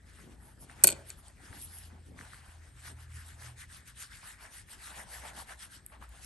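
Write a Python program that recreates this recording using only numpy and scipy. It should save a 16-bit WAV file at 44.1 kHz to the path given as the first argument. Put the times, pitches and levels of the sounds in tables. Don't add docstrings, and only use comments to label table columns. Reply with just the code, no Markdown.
import sys
import numpy as np
from scipy import signal
from scipy.fft import rfft, irfft, next_fast_len
from scipy.io import wavfile
from scipy.ndimage import uniform_filter1d

SR = 44100
rng = np.random.default_rng(int(sys.argv[2]) if len(sys.argv) > 2 else 0)


def makeup_ratio(level_db):
    decades = np.asarray(level_db, float) / 20
    return 10 ** decades


def to_wav(sig):
    pcm = np.clip(np.atleast_2d(sig), -1, 1) * 32767
    pcm = np.round(pcm).astype(np.int16)
    wavfile.write(sys.argv[1], SR, pcm.T)


N = 275889

# (frequency [Hz], density [dB per Hz])
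ROOM_AIR = [(15, -37), (25, -2), (71, 3), (436, -23.5), (1000, -26), (1770, -19.5), (2620, -28.5),
            (7200, -35), (8640, -25), (9340, -31.5), (10100, -37.5), (11200, -31), (12400, -52),
            (16200, -76), (22000, -120)]
# (frequency [Hz], t60 [s])
ECHO_DECAY = [(150, 0.73), (600, 0.62), (2500, 0.31), (8000, 0.17), (12000, 0.048)]
# (middle [s], length [s], level [dB])
ARM_BUMPS = [(0.276, 0.346, -56), (0.803, 0.876, -61.5), (1.531, 0.457, -59.5), (1.931, 0.226, -60.5),
             (2.145, 0.253, -55), (2.914, 0.065, -59.5), (3.484, 0.5, -68.5), (4.9, 0.385, -67),
             (5.32, 0.312, -63.5), (5.952, 0.227, -65.5)]
# (time [s], level [dB], level of the fifth above [dB])
DRONE_LEVELS = [(0.0, -69, -71.5), (0.72, -68.5, -68.5), (0.85, -54, -55.5), (1.34, -67, -79.5),
                (1.98, -54.5, -67.5), (2.39, -65, -66), (2.6, -52.5, -77), (2.69, -61.5, -66.5),
                (3.17, -48.5, -56.5), (3.22, -54, -75.5), (3.45, -55.5, -55.5), (3.68, -60, -69),
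                (4.2, -81, -74), (4.5, -100, -100)]
# (time [s], frequency [Hz], level [dB])
LOW_HUM = [(0.0, 57, -67.5), (0.89, 56.1, -60.5), (1.34, 54.8, -62.5), (4.74, 56.05, -68),
           (4.93, 62.43, -60), (5.92, 60.95, -61.5), (6.12, 58.53, -49.5), (6.19, 58.6, -68),
           (6.26, 60.8, -66)]
# (time [s], starting level [dB], t60 [s], centre [Hz])
SCUFFS = [(.695, -56, 0.084, 1698), (2.168, -58.5, .2, 1300), (2.895, -58.5, .1, 598),
          (4.415, -57.5, 0.27, 800), (5.917, -52, 0.141, 1087), (6.01, -55, 0.168, 1002),
          (6.127, -62, .22, 800)]
# (time [s], peak [dB], pitch [Hz])
TAPS = [(.192, -46.5, 1150), (.697, -38.5, 1675), (1.413, -53.5, 1440), (1.529, -38, 1720),
        (2.19, -36.5, 1788), (2.2109, -35, 1630), (2.3336, -36.5, 1408), (2.344, -42.5, 1750),
        (3.423, -41.5, 1670), (3.721, -46, 1480), (4.231, -47, 950), (4.241, -44, 1440), (4.688, -48, 1850),
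        (5.9, -50.5, 1740)]
# (frequency [Hz], relative level [dB], t60 [s])
TABLE_MODES = [(133.5, -15, 0.2), (218, -5.5, 0.094), (336.5, 1.5, .06), (430.2, -1.5, 0.0447),
               (523.1, -0.5, .05), (648.8, -1, .045), (800, -4.5, .04), (1022, -10.5, 0.02)]
# (time [s], peak [dB])
THUDS = [(.8406, -29), (.8428, -24), (.8714, -30.5), (0.8787, -37), (.888, -32.5), (.903, -37), (.924, -34)]
# (frequency [Hz], relative level [dB], t60 [s])
HANDLE_MODES = [(1150, -12.5, .01), (1523, -10, .015), (1850, -10.5, 0.0072), (2415, -5.5, 0.01638),
                (3065, -6.5, 0.011), (3593, -5, .009), (4413, -0.5, 0.014), (5050, -8, .007),
                (5694, -11, 0.0055), (6770, -9, 0.014), (8175, 1, 0.0059), (9300, 0.5, 0.0045),
                (10357, 2.48, 0.0059), (11215, -2, 0.0058), (12600, -10, 0.0032)]
# (start [s], end [s], tick rate [1/s], tick level [dB],
# fading [dB/s], low modes against high [dB])
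RATTLE = (.839, 0.9155, 2500, -33, 142, -5.5)
# (time [s], peak of the high modes [dB], brightest frequency [Hz],
# peak of the low modes against the high [dB])
KNOCKS = [(.613, -47, 8340, -26.5), (0.8371, -2, 8720, -25), (0.8381, -2, 8700, -22.5),
          (0.8406, 2, 9300, -20.5), (0.8421, -4, 10990, -19), (0.8433, -7, 9600, -13),
          (0.8454, -16, 10990, -4.5), (0.8506, -16.5, 9500, -11.5), (0.8711, -3, 10500, -19),
          (0.8749, -4, 10490, -16), (0.8786, -9.5, 7683, -11), (0.8875, -15.5, 9520, -6),
          (0.8902, -22, 7710, -4), (0.9015, -20, 7920, -13), (0.9063, -26, 7850, -12.5),
          (0.9167, -26.5, 7960, -10.5), (0.9233, -26.5, 8300, -3), (0.9277, -30, 6900, -6),
          (1.095, -36, 10900, -15), (1.102, -28.5, 6795, -10), (1.282, -40, 8050, -11.5),
          (1.6237, -33, 11000, -28), (5.863, -29.5, 10070, -22.5), (6.091, -45.5, 10480, -20)]
# (frequency [Hz], density [dB per Hz])
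BRISTLE_HISS = [(1800, -20.5), (2800, -6.5), (4000, -7.5), (6000, -8.5), (7500, -8.5), (9000, -3),
                (10200, -1), (11300, -2.5), (12000, -20.5), (12800, -34.5)]
# (centre [Hz], width [Hz])
SHEET_RESONANCE = (1622, 1202)
# (centre [Hz], width [Hz])
PALM_RESONANCE = (808.2, 530)
# (middle [s], length [s], bristle hiss [dB], sheet rustle [dB], palm drag [dB])
STROKES = [(0.094, 0.099, -66, -65, -79.5), (0.199, 0.215, -62.5, -62.5, -72.5),
           (0.323, .1, -67.5, -66, -70), (0.473, 0.155, -68.5, -69.5, -62.5),
           (0.634, 0.08, -61.5, -73.5, -61.5), (0.714, 0.112, -64, -61, -66),
           (0.821, 0.182, -61.5, -59, -56.5), (0.961, 0.237, -62.5, -60.5, -64.5),
           (1.101, 0.1286, -58.5, -61, -64.5), (1.188, 0.065, -64.5, -71.5, -64.5),
           (1.272, 0.123, -61.5, -67.5, -65), (1.368, 0.118, -71.5, -75.5, -80.5),
           (1.465, 0.159, -60.5, -55.5, -64.5), (1.555, 0.126, -57, -59.5, -59.5),
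           (1.623, 0.159, -53.5, -65.5, -71.5), (1.759, 0.24, -57.5, -62, -68),
           (1.848, 0.147, -60, -74.5, -80), (1.936, 0.185, -76, -66, -68.5),
           (2.076, .07, -68, -84.5, -76.5), (2.216, 0.1305, -58.5, -61.5, -60.5),
           (2.275, 0.124, -62, -61, -65.5), (2.353, 0.169, -59, -58, -65.5),
           (2.498, 0.243, -63.5, -60.5, -67), (2.663, 0.165, -66.5, -64.5, -74),
           (2.806, 0.141, -61, -62.5, -76.5), (2.873, 0.124, -51.5, -51.5, -63),
           (3.012, 0.127, -61.5, -60, -69.5), (3.183, 0.2, -56.5, -57.5, -76),
           (3.292, 0.165, -57.5, -59.5, -69), (3.453, 0.1696, -54.5, -55, -59),
           (3.612, 0.1016, -54, -54.5, -75), (3.751, 0.1407, -54, -56, -72.5),
           (3.889, 0.082, -56, -56.5, -84), (4.018, 0.1295, -50, -53.5, -74.5),
           (4.152, 0.144, -56, -56.5, -81), (4.283, 0.1715, -53.5, -52, -64.5),
           (4.437, 0.1193, -57, -52.5, -63.5), (4.566, 0.1475, -53.5, -56, -68),
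           (4.723, 0.108, -54.5, -56, -67), (4.863, 0.1814, -52, -52.5, -63),
           (4.985, 0.173, -53, -51.5, -54.5), (5.153, 0.1795, -50.5, -52.5, -56.5),
           (5.271, 0.1395, -53, -51, -50.5), (5.392, 0.1156, -50, -51.5, -53.5),
           (5.509, 0.108, -54, -52, -56), (5.628, 0.107, -50.5, -54, -66), (5.745, 0.1093, -55, -58.5, -67),
           (5.937, 0.0824, -69.5, -67, -62), (6.036, 0.078, -61.5, -60.5, -58.5),
           (6.153, 0.198, -62.5, -65.5, -63), (6.26, 0.151, -54, -58, -61.5)]
# (middle [s], length [s], level before the fine hiss boost [dB])
SWISHES = [(0.471, 0.168, -67.5), (0.623, 0.0575, -58), (1.097, 0.0775, -58), (1.197, 0.057, -64.5),
           (1.589, 0.084, -62), (1.636, 0.0726, -49), (1.776, .16, -56.5), (2.076, .06, -70.5),
           (5.89, .1, -67.5)]
# (frequency [Hz], likeness [0-1], lead of the right [rad], left over right [dB])
PORTS = [(60, .94, 0, 3.6), (300, .65, 0, 1.2), (1400, .35, .3, .5), (2300, .6, -.7, 3),
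         (4000, .75, -.6, 3), (6000, .45, -.5, 2.5), (7200, .6, -.6, 2.5), (8000, 1, -.6, .4),
         (8600, 1, .1, 0), (10250, 1, 3.14, 0), (11500, 1, 5.9, 0), (11900, 1, 6.28, 0)]


def evened(x):
    return x / np.sqrt(np.mean(x ** 2) + 1e-30)


def read(points, hz):
    f, *columns = np.transpose(points)
    return [np.interp(np.log(hz + 1), np.log(f + 1), c) for c in columns]


def follow(rows):
    s, *columns = np.transpose(rows)
    return [np.interp(np.arange(N) / SR, s, c) for c in columns]


def colour(x, gain):
    size = next_fast_len(N + 4096)
    return irfft(rfft(x, size) * gain(np.fft.rfftfreq(size, 1 / SR)), size)[..., :N]


def hump(centre_hz, width_hz, steep):
    return lambda hz: (1 + ((hz - centre_hz ** 2 / (hz + 1)) / width_hz) ** 2) ** -steep


def grit(per_s, spread_db, patchy_db):
    snags = makeup_ratio(spread_db * np.minimum(rng.exponential(1, N), 4)) * (rng.random(N) < per_s / SR)
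    noise = (0.34 + snags) * rng.standard_normal((2, N))
    hz, t, z = signal.stft(noise, SR, nperseg=256, noverlap=192)
    patches = uniform_filter1d(rng.standard_normal((len(t), len(hz))), 24, axis=0)
    patches = uniform_filter1d(patches, 5, axis=1)
    z = z * makeup_ratio(patchy_db * evened(patches).T)
    return signal.istft(z, SR, nperseg=256, noverlap=192)[1][:, :N]


def swells(middle_s, length_s, db):
    edge_db, squareness = -16, 1.83
    t = np.arange(0, N + 64, 64) / SR
    away = np.abs(2 * (t[:, None] - middle_s) / length_s)
    power = makeup_ratio(2 * np.maximum(db + edge_db * away ** squareness, -200)).sum(1)
    return np.interp(np.arange(N) / SR, t, np.sqrt(power))


def add(mix, s, sound):
    part = mix[:, round(s * SR):][:, :sound.shape[1]]
    part += sound[:, :part.shape[1]]


def ring(modes, detune, seconds, rise_ms):
    hz, db, t60 = np.transpose(modes)[:, :, None]
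    t = np.arange(round(seconds * SR)) / SR
    rise = np.sin(np.pi / 2 * np.minimum(1000 * t / rise_ms, 1)) ** 2
    return rise * makeup_ratio(db - 60 * t / t60) * np.sin(2 * np.pi * hz * detune * t)


def room_air():
    air = colour(grit(22000, 0.74, 3.0), lambda hz: makeup_ratio(read(ROOM_AIR, hz)[0]))
    return makeup_ratio(-59) * evened(air)


def tone(hz, db, waver_db):
    waver = evened(uniform_filter1d(uniform_filter1d(rng.standard_normal(N), 3000), 3000))
    turns = np.cumsum(hz) / SR + rng.random()
    return np.sqrt(2) * makeup_ratio(db + waver_db * waver) * np.sin(2 * np.pi * turns)


def drone():
    hz = 84.62 - 1.3 * np.arange(N) / SR
    db, fifth_db = follow(DRONE_LEVELS)
    return tone(hz, db, 0.996) + tone(hz * 3 / 2, fifth_db, 2.4) + tone(*follow(LOW_HUM), 2.5)


def arm():
    rest_db = -72.5
    gain = np.hypot(makeup_ratio(rest_db), swells(*np.transpose(ARM_BUMPS)))
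    return gain * evened(colour(grit(320, 3.4, 3), hump(198.5, 280, 1.1)))


def echo(x):
    hz, t, z = signal.stft(rng.standard_normal((2, SR // 2)), SR, nperseg=256)
    dying = makeup_ratio(-60 * t / read(ECHO_DECAY, hz)[0][:, None])
    tail = signal.istft(z * dying, SR, nperseg=256)[1]
    tail[:, :130] = 0
    return makeup_ratio(-18) * signal.fftconvolve(x, tail / np.linalg.norm(tail[0]), axes=1)[:, :N]


def scuffs():
    noise, out = grit(1500, 3.1, 1.92), np.zeros((2, N))
    t = np.arange(SR // 4) / SR
    for s, db, t60, hz in SCUFFS:
        rubbed = colour(noise, hump(hz, 1.39 * hz, 1.206))
        piece = evened(rubbed[:, round(s * SR):][:, :len(t)])
        fade = np.minimum(t / 0.0074, 1) * makeup_ratio(db - 60 * (t / t60) ** 1.7)
        add(out, s, piece * fade[:piece.shape[1]])
    return out


def taps():
    out, cycles = np.zeros((2, N)), 3.5
    for s, db, hz in TAPS:
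        turns = np.arange(round(cycles / hz * SR)) * hz / SR
        pulse = np.sin(np.pi * turns / cycles) ** 2
        waves = np.array([np.sin(2 * np.pi * turns), np.cos(2 * np.pi * turns)])
        add(out, s, makeup_ratio(db) * pulse * waves)
    return out


def thuds():
    out = np.zeros((2, N))
    shifts = rng.standard_normal((len(THUDS), 2, len(TABLE_MODES), 1))
    for (s, db), shift in zip(THUDS, shifts):
        thud = np.array([ring(TABLE_MODES, 1 + 0.092 * path, .25, 1.4).sum(0) for path in shift])
        add(out, s, makeup_ratio(db) * thud / np.abs(thud).max())
    return out


def rattle():
    start, end, per_s, db, fade_db, low_db = RATTLE
    t = np.arange(round((end - start) * SR)) / SR
    uneven_db = 3.5 * np.minimum(rng.exponential(1, len(t)), 2.5)
    size = makeup_ratio(db - fade_db * t + uneven_db) * (rng.random(len(t)) < per_s / SR)
    ticks = np.convolve(size, signal.windows.hann(16))[:len(t)] * rng.standard_normal((2, len(t)))
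    balance = makeup_ratio(low_db * (np.transpose(HANDLE_MODES)[0] < 6000))
    handle = balance @ ring(HANDLE_MODES, 0.9975, .05, .3)
    out = np.zeros((2, N))
    add(out, start, signal.fftconvolve(ticks, handle[None] / np.linalg.norm(handle), axes=1))
    return out


def knocks():
    contact_ms = 0.688
    out, mode_hz, count = np.zeros((2, N)), np.transpose(HANDLE_MODES)[0], len(HANDLE_MODES)
    chance = rng.standard_normal((len(KNOCKS), 3, 128))
    t = np.arange(128) / SR
    contact = np.sin(np.pi * np.minimum(t / (contact_ms / 1000), 1)) ** 2
    for (s, db, bright_hz, low_db), (*rough, shift) in zip(KNOCKS, chance):
        modes = ring(HANDLE_MODES, 1 + 0.017 * shift[:count, None], .05, 0.326)
        modes *= makeup_ratio(2.9 * shift[40:40 + count, None])
        high = hump(bright_hz, 4200, 1.1)(mode_hz) * (mode_hz > 6000) @ modes
        low = (mode_hz < 6000) @ modes
        for part, part_db in ((high, db), (low, db + low_db)):
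            wood = signal.fftconvolve(rough * contact, part[None], axes=1)
            add(out, s, makeup_ratio(part_db) * wood / np.abs(wood).max(1, keepdims=True))
    return out


def bristles():
    fine_db, fine_length = -6.5, 0.84
    fine_slope, full_db = .4, -54
    fine_boost_db = 4.5
    s, length, hiss_db = np.transpose(STROKES)[:3]
    stroke_db = hiss_db + fine_db + fine_slope * (hiss_db - full_db)
    fine_gain = np.hypot(swells(s, fine_length * length, stroke_db), swells(*np.transpose(SWISHES)))
    hiss = colour(grit(9000, 1.5, 2.7),
                  lambda hz: makeup_ratio(read(BRISTLE_HISS, hz)[0]) * (hz > 900) * (hz < 13500))
    body = colour(hiss, lambda hz: 1 / (1 + (hz / 9600) ** 16))
    fine = hiss - body
    return swells(s, length, hiss_db) * evened(body) + fine_gain * makeup_ratio(fine_boost_db) * evened(fine)


def rubbing():
    s, length, _, sheet_db, palm_db = np.transpose(STROKES)
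    hiss = bristles()
    sheet = evened(colour(grit(3000, 1.8, 3.1), hump(*SHEET_RESONANCE, 1.156)))
    palm = evened(colour(grit(2000, 3, 3.5), hump(*PALM_RESONANCE, 0.91)))
    rustle = swells(s, 1.054 * length, sheet_db) * sheet
    drag = swells(s, 1.231 * length, palm_db) * palm
    return hiss + rustle + drag


def scene():
    hits = knocks() + thuds() + rattle() + taps()
    foreground = hits + echo(hits) + rubbing() + scuffs()
    background = room_air() + arm() + drone()
    return foreground + background


def top_cut(x):
    return signal.sosfilt(signal.butter(12, 12580, fs=SR, output="sos"), x)


def record(dry):
    def like(hz):
        return np.clip(read(PORTS, hz)[0], 0, 1)

    def turn(hz):
        _, lead, left_db = read(PORTS, hz)
        return np.exp(.5j * lead) / makeup_ratio(left_db / 2)

    dry = colour(dry, lambda hz: 1 / np.sqrt(1 + (38 / (hz + 1)) ** 6))
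    left = colour(dry[0], lambda hz: 1 / turn(hz))
    shared = colour(dry[0], lambda hz: like(hz) * turn(hz))
    unrelated = colour(dry[1], lambda hz: np.sqrt(1 - like(hz) ** 2) * turn(hz))
    mix = np.clip([left, shared + unrelated], -1, 1)
    return top_cut(mix)


dry = scene()
out = record(dry)
to_wav(out)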